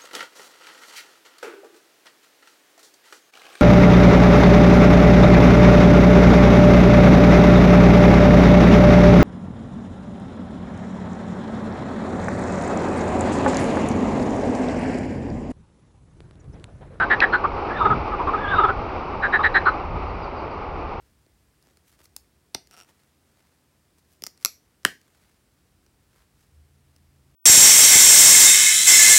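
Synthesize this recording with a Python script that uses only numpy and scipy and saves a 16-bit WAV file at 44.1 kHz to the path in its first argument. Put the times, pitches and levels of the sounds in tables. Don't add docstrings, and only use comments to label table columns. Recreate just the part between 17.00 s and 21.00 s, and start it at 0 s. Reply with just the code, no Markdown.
import sys
import numpy as np
from scipy import signal
from scipy.fft import rfft, irfft
from scipy.io import wavfile
from scipy.ndimage import uniform_filter1d

SR = 44100
rng = np.random.default_rng(int(sys.argv[2]) if len(sys.argv) > 2 else 0)


def log_audio(samples):
    frames = np.atleast_2d(samples).T
    limited = np.clip(frames, -1, 1)
    pcm = np.round(limited * 32767).astype(np.int16)
    wavfile.write(sys.argv[1], SR, pcm)


N = 176400


def undb(db):
    return 10 ** (np.asarray(db) / 20)


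def level(x, db):
    return x * undb(db) / np.sqrt(np.mean(x ** 2) + 1e-18)


def add(out, start, x):
    i = int(round(start * SR))
    x, i = x[max(-i, 0):], max(i, 0)
    out[i:i + len(x)] += x[:max(N - i, 0)]


def ring(x, hz, width_hz):
    return signal.lfilter(*signal.iirpeak(hz, hz / width_hz, fs=SR), x)


def steep(x, hz, width_hz):
    return ring(ring(x, hz, width_hz), hz, width_hz)


def phase(hz):
    return 2 * np.pi * np.cumsum(hz) / SR


def walk(rate_hz):
    k = max(int(SR / rate_hz), 1)
    return level(uniform_filter1d(np.repeat(rng.standard_normal(N // k + 1), k), k)[:N], 0)


def coloured(spectrum):
    hz, db = np.array(spectrum).T
    f = np.maximum(np.arange(N // 2 + 1) * SR / N, 1)
    skirts = np.minimum(f / hz[0], 1) ** 4 * np.minimum(hz[-1] / f, 1) ** 4
    gain = undb(np.interp(np.log(f), np.log(hz), db)) * skirts
    return irfft(rfft(rng.standard_normal(N)) * gain, N)


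def note(length, db, sac_hz, upper_hz, upper_db, first_hz, rasp_db, jitter,
         last_hz, slowing, swell, fade, width_hz, split, skirt_hz,
         body_ratio, body_db, mouth_db, throat_db):
    t = np.arange(int(length * SR) + SR // 100) / SR
    beats, at = np.zeros(len(t)), 0.
    for stretch, size in rng.standard_normal(size=(64, 2)):
        if at >= length:
            break
        beats += undb(.9 * size) * np.sinc((t - at) * SR / 2)
        pulse_hz = first_hz + (last_hz - first_hz) * (at / length) ** slowing
        at += np.exp(jitter * stretch) / pulse_hz
    attack = np.sin(np.pi / 2 * np.minimum(t / length / swell, 1)) ** 2
    effort = attack * np.clip((1 - t / length) / fade, 0, 1)
    pulses = beats * effort
    sacs = ring(pulses, sac_hz * (1 - split), width_hz) + ring(pulses, sac_hz * (1 + split), width_hz)
    sacs = ring(sacs, sac_hz, skirt_hz)
    body = steep(pulses, sac_hz * body_ratio, width_hz=680)
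    mouth = steep(pulses, hz=800, width_hz=170)
    throat = steep(pulses, hz=390, width_hz=110)
    upper = ring(beats * effort ** 0.16, upper_hz, width_hz=100)
    upper = ring(upper, upper_hz, width_hz=320)
    puffs = signal.lfilter([1], [1, -np.exp(-1 / (0.0011 * SR))], pulses)
    rasp = steep(puffs * rng.standard_normal(len(t)), hz=3050, width_hz=1600)
    voice = (level(sacs, 0) - level(body, body_db) + level(mouth, mouth_db) + level(throat, throat_db)
             + level(upper, upper_db) + level(rasp, rasp_db))
    return level(voice, db) * np.sqrt(t[-1] / length)


def frog(notes, voice):
    out = np.zeros(N)
    for start, *shape in notes:
        add(out, start, note(*shape, **voice))
    return signal.sosfilt(signal.butter(4, 4900, fs=SR, output="sos"), out)


# t/s, length/s, level/dB, sac f/Hz, upper resonance f/Hz, its level/dB re sacs,
# first pulse rate/Hz, rasp level/dB re sacs, jitter/fraction of the period
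CROAK_NOTES = [(-.016, 0.072, -20.5, 1505, 3850, -31, 404.2, -28, 0.051),
               (.093, 0.06, -17.5, 1790, 3830, -28, 418.6, -23, 0.044),
               (.206, 0.051, -16, 1780, 3900, -28.5, 429, -23, 0.033),
               (.319, 0.051, -18.5, 1520, 4170, -26.5, 403, -27.5, 0.074),
               (.430, .039, -21.5, 1200, 4280, -43, 399.4, -39, .1),
               (2.216, 0.063, -22, 1646, 3890, -27, 354, -35, 0.043),
               (2.319, .060, -18.5, 1750, 3880, -24, 451, -29, .06),
               (2.427, 0.054, -17.5, 1800, 3910, -20.5, 452.6, -22.5, 0.026),
               (2.538, 0.052, -16.5, 1743, 3990, -19.5, 486, -27, 0.039),
               (2.650, 0.053, -16.5, 1370, 4120, -28.5, 462.7, -37, 0.036)]
CROAK_VOICE = dict(last_hz=144.8, slowing=0.98, swell=0.39, fade=0.31, width_hz=102, split=0.026, skirt_hz=714, body_ratio=0.724, body_db=-12, mouth_db=-14.5, throat_db=-20.5)


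def croaks():
    return frog(CROAK_NOTES, CROAK_VOICE)


def bank_echo(x, db, t60_s=0.15, delay_s=.016):
    t = np.arange(SR) / SR
    tail = rng.standard_normal(SR) * np.exp(-np.log(1000) * t / t60_s) * (t > delay_s)
    return undb(db) * signal.fftconvolve(x, tail / np.sqrt(np.sum(tail ** 2)))[:N]


# f/Hz, relative level/dB
RUSH_SPECTRUM = [(76, -7), (130, -6.5), (205, -5), (369, 0), (471, -1), (519, -1.5), (652, -3.5), (707, -2),
                 (833, 2), (1010, -2.5), (1210, -1), (1710, -20), (2320, -14), (2650, -17.5), (3380, -30),
                 (4680, -31), (6380, -42.5), (8290, -72.5), (14000, -120)]
# t/s, relative level/dB
RUSH_ENVELOPE = [
    [(0.0, -27), (0.21, -27.5), (1.46, -27.5), (1.9, -29), (2.37, -28.5), (3.11, -30.5), (4.0, -31.5)],
]


def rush(t):
    times, db = np.array(RUSH_ENVELOPE).reshape(-1, 2).T
    return level(coloured(RUSH_SPECTRUM), -0.5) * undb(np.interp(t, times, db) + 0.77 * walk(18))


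# f/Hz, relative level/dB
RUMBLE_SPECTRUM = [(11, -35), (18, 5.5), (81, 7.5), (140, -7), (170, -2.5), (220, -37.5), (370, -120)]
# centre t/s, half length/s, level/dB
WIND_BUFFETS = [(0.917, 0.086, -29.5), (1.554, .02, -30), (2.953, .06, -33.5)]


def wind(t):
    rumble = level(coloured(RUMBLE_SPECTRUM) * undb(2.0 * walk(7)), -34.5)
    gusts = sum(undb(db) * np.exp(-((t - at) / half) ** 2) for at, half, db in WIND_BUFFETS)
    eddies = steep(rng.standard_normal(N), hz=120, width_hz=130)
    return rumble + gusts * level(eddies, 0)


def hum(hz=81.8, db=-46):
    return np.sqrt(2) * np.sin(phase(hz * (1 + .02 * walk(6)))) * undb(db + 2 * walk(3.2))


# f/Hz, relative level/dB, T60/s
DAMPED_MODES = [(2570, 0, 0.013), (3240, -2.5, .005), (4010, -2.5, 0.0047)]


def tick(start_s=.2038, peak_db=-7):
    t, out = np.arange(SR // 20) / SR, np.zeros(N)
    ringing = sum(undb(db - 60 * t / t60) * np.sin(2 * np.pi * hz * t) for hz, db, t60 in DAMPED_MODES)
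    ringing *= 1 - np.exp(-t / 0.00024)
    add(out, start_s, undb(peak_db) * ringing / np.abs(ringing).max())
    return out


# t/s, squeal f/Hz, its level/dB, upper tone f/Hz, its level/dB
WHINE_CONTOURS = [
    [(.685, 1780, -45, 3300, -68), (.712, 1620, -32.5, 3300, -57), (.735, 1800, -43, 3360, -62),
     (.77, 1780, -37, 3590, -49), (.795, 1469, -34, 3690, -47), (.815, 1230, -22.5, 3640, -45.5),
     (.865, 1250, -29.5, 3710, -52.5), (.94, 1330, -27.5, 3420, -56)],
    [(1.37, 1560, -39.5, 3530, -60), (1.425, 1690, -38.5, 3490, -53.5), (1.46, 1590, -29.5, 3244, -47),
     (1.50, 1700, -31.5, 3540, -40.5), (1.545, 1480, -23.5, 3620, -46), (1.58, 1270, -26.5, 3766, -38),
     (1.63, 1290, -26.5, 3540, -47), (1.72, 1420, -34, 3380, -57)],
]
# frequency ratio, relative level/dB
SQUEAL_PARTIALS = [(0.501, -18), (0.749, -3), (1.002, 1), (1.25, -19)]


def whine(contour, t, flutter_db=5):
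    times, hz, db, upper_hz, upper_db = np.array(contour).T
    squeal_phase = phase(np.interp(t, times, hz) * (1 + .036 * walk(300)))
    squeal = sum(undb(gain_db + flutter_db * np.tanh(walk(200))) * np.sin(ratio * squeal_phase)
                 for ratio, gain_db in SQUEAL_PARTIALS)
    squeal *= np.sqrt(2) * undb(np.interp(t, times, db))
    upper_phase = phase(np.interp(t, times, upper_hz) * (1 + .03 * walk(900)))
    upper = np.sqrt(2) * np.sin(upper_phase) * undb(flutter_db * np.tanh(walk(300)))
    hoarseness = level(steep(rng.standard_normal(N), hz=2850, width_hz=450), -2.5)
    gate = np.clip(np.minimum(t - times[0], times[-1] - t) / 0.0069, 0, 1)
    return gate * (squeal + (upper + hoarseness) * undb(np.interp(t, times, upper_db)))


# t/s, length/s, level/dB, sac f/Hz, upper resonance f/Hz, its level/dB re sacs,
# first pulse rate/Hz, rasp level/dB re sacs, jitter/fraction of the period
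STUTTER_NOTES = [(.800, 0.042, -30, 1107, 3650, -28, 370, -32, 0.11),
                 (.849, 0.032, -18, 1250, 3650, -35, 426.6, -34, 0.018),
                 (.898, 0.049, -21.5, 1287, 3400, -40, 439.4, -35, 0.028),
                 (1.112, 0.063, -28.5, 1186, 3570, -43, 427.3, -41, 0.042),
                 (1.189, 0.051, -26.5, 960, 3400, -40, 351, -37, .1),
                 (1.265, 0.046, -24, 1100, 3750, -39, 373, -36, 0.12),
                 (1.331, 0.034, -23.5, 1240, 3450, -43, 418, -38.5, 0.087),
                 (1.580, .038, -18.5, 1277, 3700, -30, 411, -37, 0.018),
                 (1.632, 0.033, -18, 1275, 3500, -34, 432.6, -33, 0.019),
                 (1.681, 0.041, -23.5, 1370, 3400, -44, 438, -30, 0.092),
                 (2.388, 0.038, -24, 1150, 3670, -30.5, 390.4, -35.5, 0.12)]
STUTTER_VOICE = dict(last_hz=157.5, slowing=2.8, swell=0.11, fade=.45, width_hz=71, split=0.021, skirt_hz=740, body_ratio=1, body_db=-7.5, mouth_db=-13.5, throat_db=-13.5)


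def stutters():
    return frog(STUTTER_NOTES, STUTTER_VOICE)


# t/s, level/dB
BIRD_CHIRPS = [(3.07, -61), (3.218, -56), (3.358, -58), (3.497, -61)]


def bird(length_s=0.05, start_hz=4900, fall_hz=1000):
    progress, out = np.linspace(0, 1, int(length_s * SR)), np.zeros(N)
    for start, db in BIRD_CHIRPS:
        hz = start_hz * (1 + .012 * rng.standard_normal()) - fall_hz * progress ** 2
        add(out, start, level(np.sin(np.pi * progress) * np.sin(phase(hz)), db))
    return out + bank_echo(out, db=-5)


def scene():
    t = np.arange(N) / SR
    whines = sum(whine(contour, t) for contour in WHINE_CONTOURS)
    direct = croaks() + tick() + whines + stutters()
    return (direct + bank_echo(direct, db=-20) + rush(t) + wind(t) + hum() + bird())[None]


def record(dry, roll_off_hz=6020, cutoff_hz=6700):
    soft = signal.sosfilt(signal.butter(10, roll_off_hz, fs=SR, output="sos"), dry)
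    return signal.sosfilt(signal.ellip(8, .2, 70, cutoff_hz, fs=SR, output="sos"), soft)


dry = scene()
out = record(dry)
log_audio(out)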